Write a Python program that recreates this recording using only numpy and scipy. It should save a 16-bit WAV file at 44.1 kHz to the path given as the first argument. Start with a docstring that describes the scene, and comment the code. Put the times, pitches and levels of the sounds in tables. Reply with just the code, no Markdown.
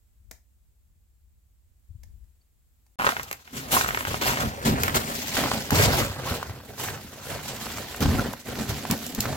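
"""A frozen lake in winter. At the camp, in almost still air, the embers of a small fire pop, two of them
loudly, and echo among the trees. Then, on the shore path, boots pass the microphone on the left and go
away, dragging a sled. The crust cracks, grains of snow crunch and squeak under the weight, the metal
runners hiss over the crystals, ice and stalks tick, and the plastic tub on top booms at every bump."""
import sys
import numpy as np
from scipy import signal
from scipy.fft import rfft, irfft
from scipy.io import wavfile
from scipy.ndimage import uniform_filter1d, map_coordinates

SR = 44100
rng = np.random.default_rng(int(sys.argv[2]) if len(sys.argv) > 2 else 0)


def int16_out(signal):
    """Quantize to a 16-bit WAV file."""
    q = np.round(np.clip(np.atleast_2d(signal).T, -1, 1) * 32767)
    wavfile.write(sys.argv[1], SR, q.astype(np.int16))


N = 412770
TIME = np.arange(N) / SR

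# Spectra of a ground thud, soft snow, hard crust and coarse crystals.
# Each row: frequency in Hz, relative level in dB.
THUD_COLOUR = [(20, -35), (40, -12.5), (65, 0), (100, 1), (145, -3), (190, -16.5), (300, -27.5)]
SOFT_SNOW_COLOUR = [(180, -19.5), (330, 5.5), (430, 3.5), (540, 1.5), (700, 2), (1100, -5.5), (1800, -5.5),
                    (2700, -18.5), (4500, -10.5), (9000, -40)]
CRUST_COLOUR = [(200, -10.5), (450, -21), (800, 1.5), (1100, -1), (1400, 2), (1800, -2.5), (2800, -5.5),
                (5000, -24), (10000, -29)]
COARSE_COLOUR = [(1000, -10), (2000, 0.5), (3000, -0.5), (4500, -2), (6500, -4.5), (8000, -6), (11000, -14),
                 (16000, -11.5)]
# The sled jolts over bumps. Each row: start and length in seconds, then relative levels in dB
# of tub boom, ground thud and scrape.
JOLTS = [(3.527, 0.029, -35.5, -59, -45.5), (3.72, 0.047, -35, -35.5, -31),
         (4.418, 0.055, -29.5, -29.5, -52), (4.648, 0.039, -18.5, -33, -27),
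         (4.703, 0.034, -22.5, -24.5, -51), (4.942, 0.026, -29, -29.5, -25),
         (5.368, 0.097, -29.5, -36, -33), (5.526, 0.061, -31.5, -44, -38.5), (5.716, 0.01, -21, -18, -25.5),
         (5.776, 0.24, -35, -35, -28.5), (5.865, 0.008, -27, -17.5, -33), (6.096, 0.01, -48, -34, -54),
         (6.309, 0.0065, -33, -27.5, -38.5), (6.486, 0.015, -50, -33.5, -69),
         (7.043, 0.013, -46, -40.5, -62), (8.003, 0.025, -19.5, -28, -30.5), (8.05, 0.032, -21.5, -18, -40),
         (8.083, 0.074, -24.5, -26, -35), (8.176, 0.013, -23.5, -26, -36.5),
         (8.268, 0.0065, -30.5, -37, -57), (8.587, 0.019, -26, -34, -36.5), (8.895, 0.027, -23, -33, -33.5),
         (9.176, 0.015, -29, -29.5, -38.5)]


def from_db(db):
    return 10 ** (np.asarray(db) / 20)


def rms_one(x):
    return x / np.sqrt(np.mean(x ** 2) + 1e-20)


def in_time(rows):
    """Each column of a curve, sample by sample."""
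    times, *columns = np.transpose(rows)
    return [np.interp(TIME, np.sort(times), column) for column in columns]


def blend(a, b, share):
    """Equal-power mix with the given share of b."""
    share = np.clip(share, 0, 1)
    return np.sqrt(1 - share) * a + np.sqrt(share) * b


def drift(rate_hz):
    """A slow random wander with a spread of about 1."""
    r = np.exp(-40 * np.pi * rate_hz / SR)
    slow = signal.lfilter([1], [1, -2 * r, r * r], rng.standard_normal(N // 20 + 2002))[2000:]
    return np.interp(np.arange(N) / 20, np.arange(len(slow)), rms_one(slow))


def colour(x, spectrum, size=8192):
    """Causal filter of unit energy that follows a spectrum and falls 10 dB an octave beyond it."""
    hz, db = np.transpose(spectrum)
    bins_hz = np.maximum(np.arange(size // 2 + 1) * SR / size, 1)
    octaves_outside = np.abs(np.log2(bins_hz / np.clip(bins_hz, hz[0], hz[-1])))
    gain = from_db(np.interp(np.log(bins_hz), np.log(hz), db) - 10 * octaves_outside)
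    cepstrum = irfft(np.log(gain))
    pulse = irfft(np.exp(rfft(2 * cepstrum[:size // 2], size)))
    return signal.oaconvolve(np.atleast_2d(x), pulse[None] / np.linalg.norm(pulse), axes=1)[:, :N]


def ring(x, hz, t60):
    """A unit click sets a sine of height 1 ringing."""
    r, w = from_db(-60 / (t60 * SR)), 2 * np.pi * hz / SR
    return signal.lfilter([0, np.sin(w)], [1, -2 * r * np.cos(w), r * r], x + 1e-18)


def steady(x, window_s):
    """Takes the slow swells out of a random signal; rms 1."""
    return x / np.sqrt(uniform_filter1d(np.mean(x ** 2, axis=0), int(window_s * SR)) + 1e-12)


def bursts(events, t60, rise_s=.0001):
    """An envelope that rises quickly at each (seconds, dB) and dies away."""
    jumps = np.zeros(N)
    for start, db, *_ in events:
        jumps[int(start * SR)] += from_db(db)
    fading = signal.lfilter([1], [1, -from_db(-60 / (t60 * SR))], jumps + 1e-18)
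    hold = np.exp(-1 / (rise_s * SR))
    return signal.lfilter([1 - hold], [1, -hold], fading)


def presses(starts, rise_s, hold_s, levels_db, t60):
    """Summed power of pushes that each build up, hold and die away."""
    power = np.zeros(N)
    for start, rise, hold, db in np.broadcast(starts, rise_s, hold_s, levels_db):
        span = slice(int(start * SR), int((start + rise + hold + t60) * SR))
        age = TIME[span] - start
        attack = np.clip(age / max(rise, 1 / SR), 0, 1)
        fade_db = -60 * np.maximum(age - rise - hold, 0) / t60
        power[span] += (attack * from_db(db + fade_db)) ** 2
    return power


def noise(alike):
    """White noise in two ears, partly shared."""
    return blend(rng.standard_normal((2, N)), rng.standard_normal(N), alike)


def grains(per_s, spread_db, alike):
    """Ice grains snap at random with uneven force; part of each snap reaches both ears alike."""
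    snaps = rng.random(N) < per_s / SR
    force = snaps * from_db(spread_db * np.minimum(rng.standard_normal(N), 2))
    return rms_one(force * blend(rng.choice([-1, 1], (2, N)), rng.choice([-1, 1], N), alike))


def glides(rows, wobble, rough_db):
    """Short gliding tones whose pitch and strength waver."""
    jitter = wobble * drift(rate_hz=160)
    flutter = from_db(rough_db * drift(rate_hz=140))
    out = np.zeros(N)
    for start, length, start_hz, end_hz, db in rows:
        span = np.arange(int(start * SR), int((start + length) * SR))
        progress = np.linspace(0, 1, len(span))
        hz = (start_hz + (end_hz - start_hz) * progress) * (1 + jitter[span])
        envelope = from_db(db) * np.sin(np.pi * progress) * flutter[span]
        out[span] += envelope * np.sin(2 * np.pi * np.cumsum(hz) / SR)
    return out


def place(x, lag_ms, pan_db):
    """The left ear hears a source earlier or later, louder or softer."""
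    left = map_coordinates(x[0], [np.arange(N) - SR * lag_ms / 1000], order=3, mode="nearest")
    return np.array([left, x[-1]]) * from_db(pan_db * np.array([[.5], [-.5]]))


def echo(x, t60, size=16384):
    """Diffuse echo from trunks and reeds, unrelated in the two ears."""
    t = np.arange(size) / SR
    tail = rng.standard_normal((2, size)) * from_db(-60 * t / t60) * (t > .002)
    return signal.oaconvolve(x, tail / np.linalg.norm(tail, axis=1, keepdims=True), axes=1)[:, :N]


def stirring_air():
    """Air stirs low around the camp and now and then puffs on the microphone."""
    # The stir. Each row: time in seconds, level in dB.
    stir = [(0, -61.5), (1.85, -60), (2.3, -61), (2.48, -66), (2.6, -64), (2.95, -62)]
    # Its spectrum. Each row: frequency in Hz, relative level in dB.
    air_colour = [(20, -7), (35, -6.5), (58, 6), (85, -5), (130, -20), (200, -25.5), (350, -41.5),
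                  (800, -66)]
    # Puffs. Each row: start and length in seconds, level in dB, left over right in dB.
    puffs = [(0.173, 0.13, -57, 13), (1.225, 0.033, -60, 5), (1.885, 0.34, -50, 11)]
    stir_db, = in_time(stir)
    start, length, db, lean_db = np.transpose(puffs)
    puff_power = np.array([presses(start, 0.0083, length, db + ear * lean_db, t60=0.42)
                           for ear in (.5, -.5)])
    rumble = steady(colour(noise(alike=0.71), air_colour), window_s=0.07)
    return np.sqrt(from_db(stir_db) ** 2 + puff_power) * rumble


def faint_hiss():
    """A faint, wide hiss hangs over the camp."""
    # Its swell. Each row: time in seconds, relative level in dB.
    swell = [(0, -70.5), (.6, -71.5), (1.2, -72), (1.7, -71.5), (2.1, -68), (2.5, -71), (2.95, -69)]
    # Its spectrum. Each row: frequency in Hz, relative level in dB.
    hiss_colour = [(100, 16), (400, 3), (1000, -3), (3000, -5), (6000, -6), (7500, 2), (9500, -1),
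                   (15000, -1.5)]
    hiss_db, = in_time(swell)
    return from_db(hiss_db - 0.5) * colour(noise(alike=0.077), hiss_colour)


def ember_pops():
    """Embers burst, each with a very short rush of noise."""
    # Pops. Each row: start in seconds, relative level in dB.
    pops = [(0.311, -21), (2.033, -33.5), (2.24, -57), (2.864, -46.5)]
    # Their spectrum. Each row: frequency in Hz, relative level in dB.
    pop_colour = [(80, -8), (200, 8), (450, 2), (800, 7.5), (1200, -5.5), (1700, 7), (3200, -9),
                  (5000, 2.5), (8000, 2.5), (15000, -4.5)]
    return from_db(-5.5) * colour(noise(alike=0.64) * bursts(pops, t60=0.013, rise_s=0.0021), pop_colour)


def soft_thumps():
    """Soft, low thumps to the left of the microphone."""
    # Thumps. Each row: start in seconds, relative level in dB.
    thumps = [(1.9, -33.5), (1.948, -30.5), (2.13, -50)]
    ringing = ring(bursts(thumps, t60=0.0044), hz=88, t60=0.043)
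    return from_db(-48) * colour(ringing, THUD_COLOUR) * from_db([[3], [-9]])


def far_bird():
    """One tiny falling chirp, a long way off."""
    # The row: start and length in seconds, first and last pitch in Hz, level in dB.
    chirps = [(2.405, 0.023, 4600, 4430, -73)]
    return glides(chirps, wobble=0.01, rough_db=1.5)


def camp():
    """The quiet camp, where the pops of the fire echo among the trees."""
    background = stirring_air() + faint_hiss()
    pops = ember_pops()
    return background + pops + soft_thumps() + far_bird() + from_db(-6.5) * echo(pops, t60=0.25)


def boots():
    """Power that steps put into the ground, packing and shearing; it fades as the weight comes off."""
    # A boot presses or scuffs. Each row: start, rise and hold in seconds, then relative levels in dB
    # of ground thud, crunch and hiss.
    steps = [(2.985, 0.0046, 0.046, -51, -41, -55), (3.04, 0.022, 0.012, -43, -30, -33.5),
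             (3.554, 0.015, 0.024, -40, -43.5, -36), (3.707, 0.02, 0.029, -42, -26.5, -20.5),
             (4.062, 0.02, 0.067, -34, -36.5, -35), (4.208, 0.012, 0.092, -47, -26.5, -29.5),
             (4.245, 0.033, 0.031, -30.5, -45, -27), (4.361, 0.048, 0.015, -35, -28.5, -32.5),
             (4.787, 0.02, 0.05, -33, -37, -35), (5.07, 0.014, 0.015, -48, -35, -40.5),
             (5.333, 0.012, 0.065, -39, -35.5, -29), (5.505, 0.009, 0.01, -38, -38, -33.5),
             (5.723, 0.047, 0.07, -21, -25, -24.5), (5.898, 0.023, 0.11, -28, -41, -34),
             (6.152, 0.021, 0.044, -38, -41, -51), (6.22, 0.047, 0.083, -38.5, -36.5, -35.5),
             (6.382, 0.017, 0.18, -44, -49.5, -62), (6.682, 0.01, 0.008, -42.5, -44.5, -50),
             (6.763, 0.053, 0.037, -40, -36.5, -32.5), (6.858, 0.019, 0.08, -38.5, -40.5, -44),
             (7.264, 0.052, 0.033, -36.5, -37.5, -37.5), (7.457, 0.026, 0.03, -39.5, -48, -38.5),
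             (7.742, 0.03, 0.02, -44, -41.5, -40.5), (8.471, 0.01, 0.02, -42, -42.5, -41),
             (8.67, 0.027, 0.008, -27.5, -38.5, -33.5), (9.218, 0.024, 0.089, -31.5, -36, -54)]
    start, rise, hold, thud_db, crunch_db, hiss_db = np.transpose(steps)
    return (presses(start, rise, hold, thud_db, t60=0.35),
            presses(start, rise, hold, crunch_db, t60=0.36),
            presses(start, rise, hold, hiss_db, t60=0.28))


def ground_thuds(boot_power, sled_power):
    """The ground thuds under the boots and rumbles under the sled."""
    # A boot landing on packed snow. Each row: frequency in Hz, relative level in dB.
    boot_colour = [(20, -38), (40, -19), (65, -6.5), (100, -2), (135, -1.5), (190, -14.5), (300, -30)]
    tread = from_db(-1.0) * steady(colour(noise(alike=0.92), boot_colour), window_s=0.038)
    rumble = from_db(-0.7) * steady(colour(noise(alike=0.91), THUD_COLOUR), window_s=0.055)
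    return np.sqrt(boot_power) * tread + np.sqrt(sled_power) * rumble


def hollows(x, low_hz, high_hz, depth_db, count):
    """Pockets in the snow open and collapse, each colouring the grains for a moment."""
    out = x.copy()
    for hz in np.geomspace(low_hz, min(high_hz, .4 * SR), count):
        pocket = signal.lfilter(*signal.iirpeak(hz, Q=6, fs=SR), x)
        out += pocket * (from_db(depth_db * np.tanh(drift(rate_hz=19.6))) - 1)
    return out


def crunch(crust, clumps):
    """Snow packs in small avalanches of grains; hard crust rings higher than soft snow."""
    soft = colour(grains(per_s=1700, spread_db=1.5, alike=0.93) * clumps, SOFT_SNOW_COLOUR)
    hard = colour(grains(per_s=2000, spread_db=3.0, alike=0.67) * clumps, CRUST_COLOUR)
    packed = hollows(blend(soft, hard, crust), 438, 2670, depth_db=6.0, count=10)
    # hard crust holds between its separate breaks, so fewer grains give way
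    return from_db(-4.5 * crust) * steady(packed, window_s=0.047)


def crumbles(per_s=35):
    """Small lumps of snow break among the grains with short, dull snaps; rms 1."""
    breaks = (rng.random(N) < per_s / SR) * from_db(1.9 * np.clip(rng.standard_normal(N), -2, 1.5))
    pitches = np.geomspace(450, 1700, 12)
    chosen = rng.integers(0, 12, N)
    return rms_one(sum(ring(breaks * (chosen == k), hz, t60=4.8 / hz) for k, hz in enumerate(pitches)))


def slide(powder, clumps):
    """Soles and runners shear off coarse crystals and fine powder."""
    # Fine powder. Each row: frequency in Hz, relative level in dB.
    powder_colour = [(1300, -33.5), (2800, 4.5), (4500, 1), (7500, 4.5), (10000, 2.5), (13000, 4),
                     (15500, 0), (18000, -4)]
    coarse = colour(grains(per_s=4000, spread_db=4.0, alike=0.16) * clumps, COARSE_COLOUR)
    fine = colour(grains(per_s=9000, spread_db=1.5, alike=0.14) * clumps, powder_colour)
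    sheared = hollows(blend(coarse, fine, powder), 3160, 12100, depth_db=4.0, count=7)
    return steady(sheared, window_s=0.25)


def sled():
    """Power that steady drag and jolts put into the ground, packing, shearing and the tub."""
    # Drag between bumps. Each row: time in seconds, then relative levels in dB of runners grinding,
    # tub droning and runners hissing.
    drag = [(3.05, -66, -41.5, -40.5), (3.208, -44, -55, -44), (3.439, -60, -74, -59),
            (3.521, -56.5, -54.0, -51), (3.618, -45.5, -41, -49.5), (3.847, -36.5, -48, -34.5),
            (4.361, -50.5, -35, -51), (4.592, -40, -49, -45), (4.777, -32.5, -34, -43.5),
            (5.221, -43.5, -39, -33.5), (5.667, -42.5, -43, -38.5), (6.018, -36.5, -32.5, -37),
            (6.149, -43.5, -48, -44.5), (6.662, -52.5, -50, -52.5), (6.997, -57.5, -48.5, -50.5),
            (7.169, -47.5, -51.5, -46), (7.684, -42, -40.5, -38.5), (7.909, -45.5, -50.5, -42.5),
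            (8.259, -35.5, -31, -41.0), (8.444, -60, -57, -52.5), (8.472, -41.0, -37.5, -42),
            (9.349, -50, -38, -40.0)]
    grind_db, drone_db, hiss_db = in_time(drag)
    start, length, boom_db, thud_db, scrape_db = np.transpose(JOLTS)

    def power(drag_db, jolt_db):
        return from_db(drag_db) ** 2 + presses(start, 0.0054, length, jolt_db, t60=0.15)
    return (power(grind_db - 1.8, thud_db), power(grind_db, scrape_db),
            power(hiss_db, scrape_db - 2), power(drone_db, boom_db))


def tub(power):
    """Rough snow keeps the plastic tub droning; each jolt starts with a knock on the same modes."""
    # Tub modes. Each row: frequency in Hz, relative level in dB, seconds to fall 60 dB.
    modes = [(149, -11.5, 0.14), (196.4, 1.5, 0.047), (217, 5, 0.049), (264.3, 0, 0.057),
             (283, -5.5, 0.089), (396, -12.5, 0.033)]

    def body(x):
        return sum((-1) ** k * from_db(db) * ring(x, hz, t60) for k, (hz, db, t60) in enumerate(modes))
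    drone = steady(body(grains(per_s=600, spread_db=3.0, alike=0.93)), window_s=0.059)
    knocks = bursts([(start, boom_db) for start, _, boom_db, *_ in JOLTS], t60=0.00058)
    return np.sqrt(power) * from_db(-2.0) * drone + from_db(-16) * body(knocks)


def cracks(crust, size=1024):
    """Each break of the crust rings for about two cycles, with splinters, crumbs and crystal spray."""
    # The crust gives way; from 3.81 to 4.07 s the snow creaks in a quick train of stick-slips. Each row: start
    # in seconds, relative level in dB, pitch in Hz.
    breaks = [(2.99, -17, 1290), (2.997, -11, 1100), (3.002, -13.5, 1210), (3.0103, -12, 1400),
              (3.0196, -10, 1190), (3.028, -15, 1400), (3.0373, -14, 1410), (3.0456, -5.5, 1210),
              (3.0514, -13, 1170), (3.0667, 0.5, 1430), (3.0737, -3.5, 1280), (3.0907, -3.5, 1370),
              (3.094, -24, 1370), (3.1214, -15, 1660), (3.167, -10.5, 1640), (3.1966, -14, 1660),
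              (3.3128, -14.5, 2000), (3.3291, -20, 1950), (3.4768, -29, 2050), (3.7667, -8, 1060),
              (3.772, -15, 1090), (3.8108, -4.5, 1420), (3.846, -9.5, 1390), (3.8617, -13, 1290),
              (3.889, -8.5, 1590), (3.9072, -11, 1430), (3.947, -8.5, 2040), (3.974, -7.5, 1570),
              (4.0084, -12.5, 1570), (4.0514, -10.5, 1700), (4.072, -15, 1540), (4.1433, -11, 1040),
              (4.2227, -15, 1200), (4.3729, -12, 1500), (4.4026, -16, 1040), (4.8356, -6.5, 1630),
              (4.86, -24, 1280), (4.8812, -6.5, 1470), (4.896, -13, 1650), (5.3687, -9.5, 1580),
              (5.383, -17, 1570), (5.4378, -12.5, 1040), (5.459, -14, 1010), (5.4837, -16, 960),
              (5.516, -9.5, 900), (5.706, -10.5, 1450), (6.012, -27, 1750), (6.341, -21, 980),
              (6.4285, -15, 1000), (6.4958, -26, 950), (6.8856, -18, 1480), (7.6672, -20.5, 1100),
              (7.7835, -21, 1050), (7.946, -21.5, 1220), (8.058, -13, 950), (8.3356, -22, 890),
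              (8.8517, -18.5, 860), (9.2555, -16.5, 1360)]
    t = np.arange(size) / SR
    snaps, sprays = np.zeros(N), []
    for start, db, hz in breaks:
        at = int(start * SR)
        age = hz * t / 0.38   # the envelope peaks after 0.38 cycles
        snap = from_db(db) * age * np.exp(1 - age) * np.sin(2 * np.pi * hz * t)
        snaps[at:at + size] += snap[:N - at]
        sprays.append((start, db - 8 - 22 * crust[at]))   # hard crust throws fewer loose crystals
    splinters = colour(noise(alike=0.58) * bursts(breaks, t60=0.018, rise_s=0.00071), CRUST_COLOUR)
    crumbs = colour(noise(alike=0.74) * bursts(breaks, t60=0.012), SOFT_SNOW_COLOUR)
    spray = colour(noise(alike=0.41) * bursts(sprays, t60=0.016, rise_s=0.001), COARSE_COLOUR)
    return from_db(-1.0) * snaps + from_db(-11.5) * splinters + from_db(-22) * crumbs + spray


def squeaks():
    """Cold snow under pressure sticks and slips fast enough to sing."""
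    # Each row: start and length in seconds, first and last pitch in Hz, relative level in dB.
    slips = [(3.126, 0.011, 780, 690, -31.5), (3.762, 0.017, 1154, 960, -13.5),
             (6.25, 0.052, 858, 1294, -35), (7.26, 0.083, 444, 732, -37), (8.014, 0.031, 1505, 1340, -34),
             (8.182, 0.026, 1366, 1395, -26), (8.24, .055, 1430, 1425, -47)]
    return glides(slips, wobble=0.045, rough_db=4.6)


def ticks():
    """Ice and dry stalks snap with sharp, brittle ticks."""
    # Snaps. Each row: start in seconds, relative level in dB.
    snaps = [(3.231, -23.5), (3.3124, -22.5), (3.3275, -19.5), (3.7174, -22), (3.8811, -21), (4.8337, -8.5),
             (4.879, -20), (4.958, -13), (5.3577, -31), (5.7064, -13), (7.962, -27), (8.005, -20),
             (8.331, -26), (8.9102, -8), (8.9763, -28), (9.065, -22), (9.1481, -19.5), (9.205, -9.5)]
    # Their spectrum. Each row: frequency in Hz, relative level in dB.
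    tick_colour = [(800, -59), (2500, 6), (4800, 9), (7000, 12.5), (10000, 7.5), (12500, 15), (16000, 7.5)]
    envelope = bursts(snaps, t60=0.015, rise_s=0.0004)
    return from_db(-2.0) * colour(noise(alike=0.21) * envelope, tick_colour)


def runner_clink():
    """One hard knock sets a metal runner ringing."""
    # The knock: start in seconds, relative level in dB.
    clinks = [(9.204, -25.5)]
    # Runner modes. Each row: frequency in Hz, relative level in dB, seconds to fall 60 dB.
    modes = [(5070, -0.5, 0.064), (4400, -1.5, 0.062), (7540, -8, .04)]
    knock = bursts(clinks, t60=1 / SR, rise_s=.00001)
    return sum(from_db(db) * ring(knock, hz, t60) for hz, db, t60 in modes)


def shore_walk():
    """Boots and sled pass on the left of the microphone and go off towards the lake."""
    # The way past. Each row: time in seconds, lag of the left ear in milliseconds.
    bearing = [(3.0, -0.28), (4.3, -0.28), (4.7, -0.39), (5.15, -0.37), (5.4, -0.067), (5.8, -0.222),
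               (6.3, -0.073), (9.35, 0.035)]
    # Snow on the path. Each row: time in seconds, shares of hard crust and of fine powder from 0 to 1.
    snow_cover = [(3.0, 0.9, 0.83), (3.4, 0.67, 0.5), (3.6, 0.34, 0.5), (3.74, 0.3, 0.8), (3.9, 0.6, 0.86),
                  (4.3, 0.44, 0.28), (4.7, 0.3, 0.63), (4.9, 0.38, 0.76), (5.4, 0.06, 0.25),
                  (5.8, 0.36, 0.43), (6.3, 0.14, 0.38), (6.85, 0.37, 0.82), (7.4, 0.36, 0.53),
                  (8.6, 0.13, 0.4), (9.35, 0.03, 0.8)]
    lag_ms, = in_time(bearing)
    crust, powder = in_time(snow_cover)
    boot_ground, boot_pack, boot_shear = boots()
    sled_ground, sled_pack, sled_shear, tub_power = sled()
    collapse = drift(rate_hz=29)   # the snow gives way in jerks
    thuds = ground_thuds(boot_ground, sled_ground)
    grit = crunch(crust, from_db(1.84 * collapse)) + from_db(-7.5 - 5.3 * crust) * crumbles()
    packing = np.sqrt(boot_pack + sled_pack) * from_db(2.5) * grit + cracks(crust) + squeaks()
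    hiss = slide(powder, from_db(2.0 * collapse))
    sliding = np.sqrt(boot_shear + sled_shear) * from_db(1.5) * hiss + ticks() + runner_clink()
    treble_pan_db = -2.0 - 13.5 * lag_ms   # the treble moves towards the ear that hears it first
    snow = place(packing, lag_ms, pan_db=-1.2) + place(sliding, lag_ms, treble_pan_db)
    return thuds + tub(tub_power) + snow + from_db(-9.5) * echo(snow, t60=0.16)


def scene():
    """First the camp, then an instant of silence, then the shore."""
    camp_end_s, shore_start_s = 2.957, 2.986
    shore_fade_in = np.clip((TIME - shore_start_s) / .005, 0, 1)
    return camp() * (TIME < camp_end_s) + shore_walk() * shore_fade_in


def record(dry):
    """The microphone ports hollow out the treble; the highest peaks are rounded; the top is cut."""
    notch_hz, cutoff_hz = 9400, 16300
    notch = signal.iirnotch(notch_hz, Q=3.5, fs=SR)
    hollow = dry + 0.45 * (signal.lfilter(*notch, dry) - dry)
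    rounded = 0.75 * np.tanh(hollow / 0.75)
    return signal.sosfilt(signal.ellip(10, .2, 70, cutoff_hz, fs=SR, output="sos"), rounded)


dry = scene()
out = record(dry)
int16_out(out)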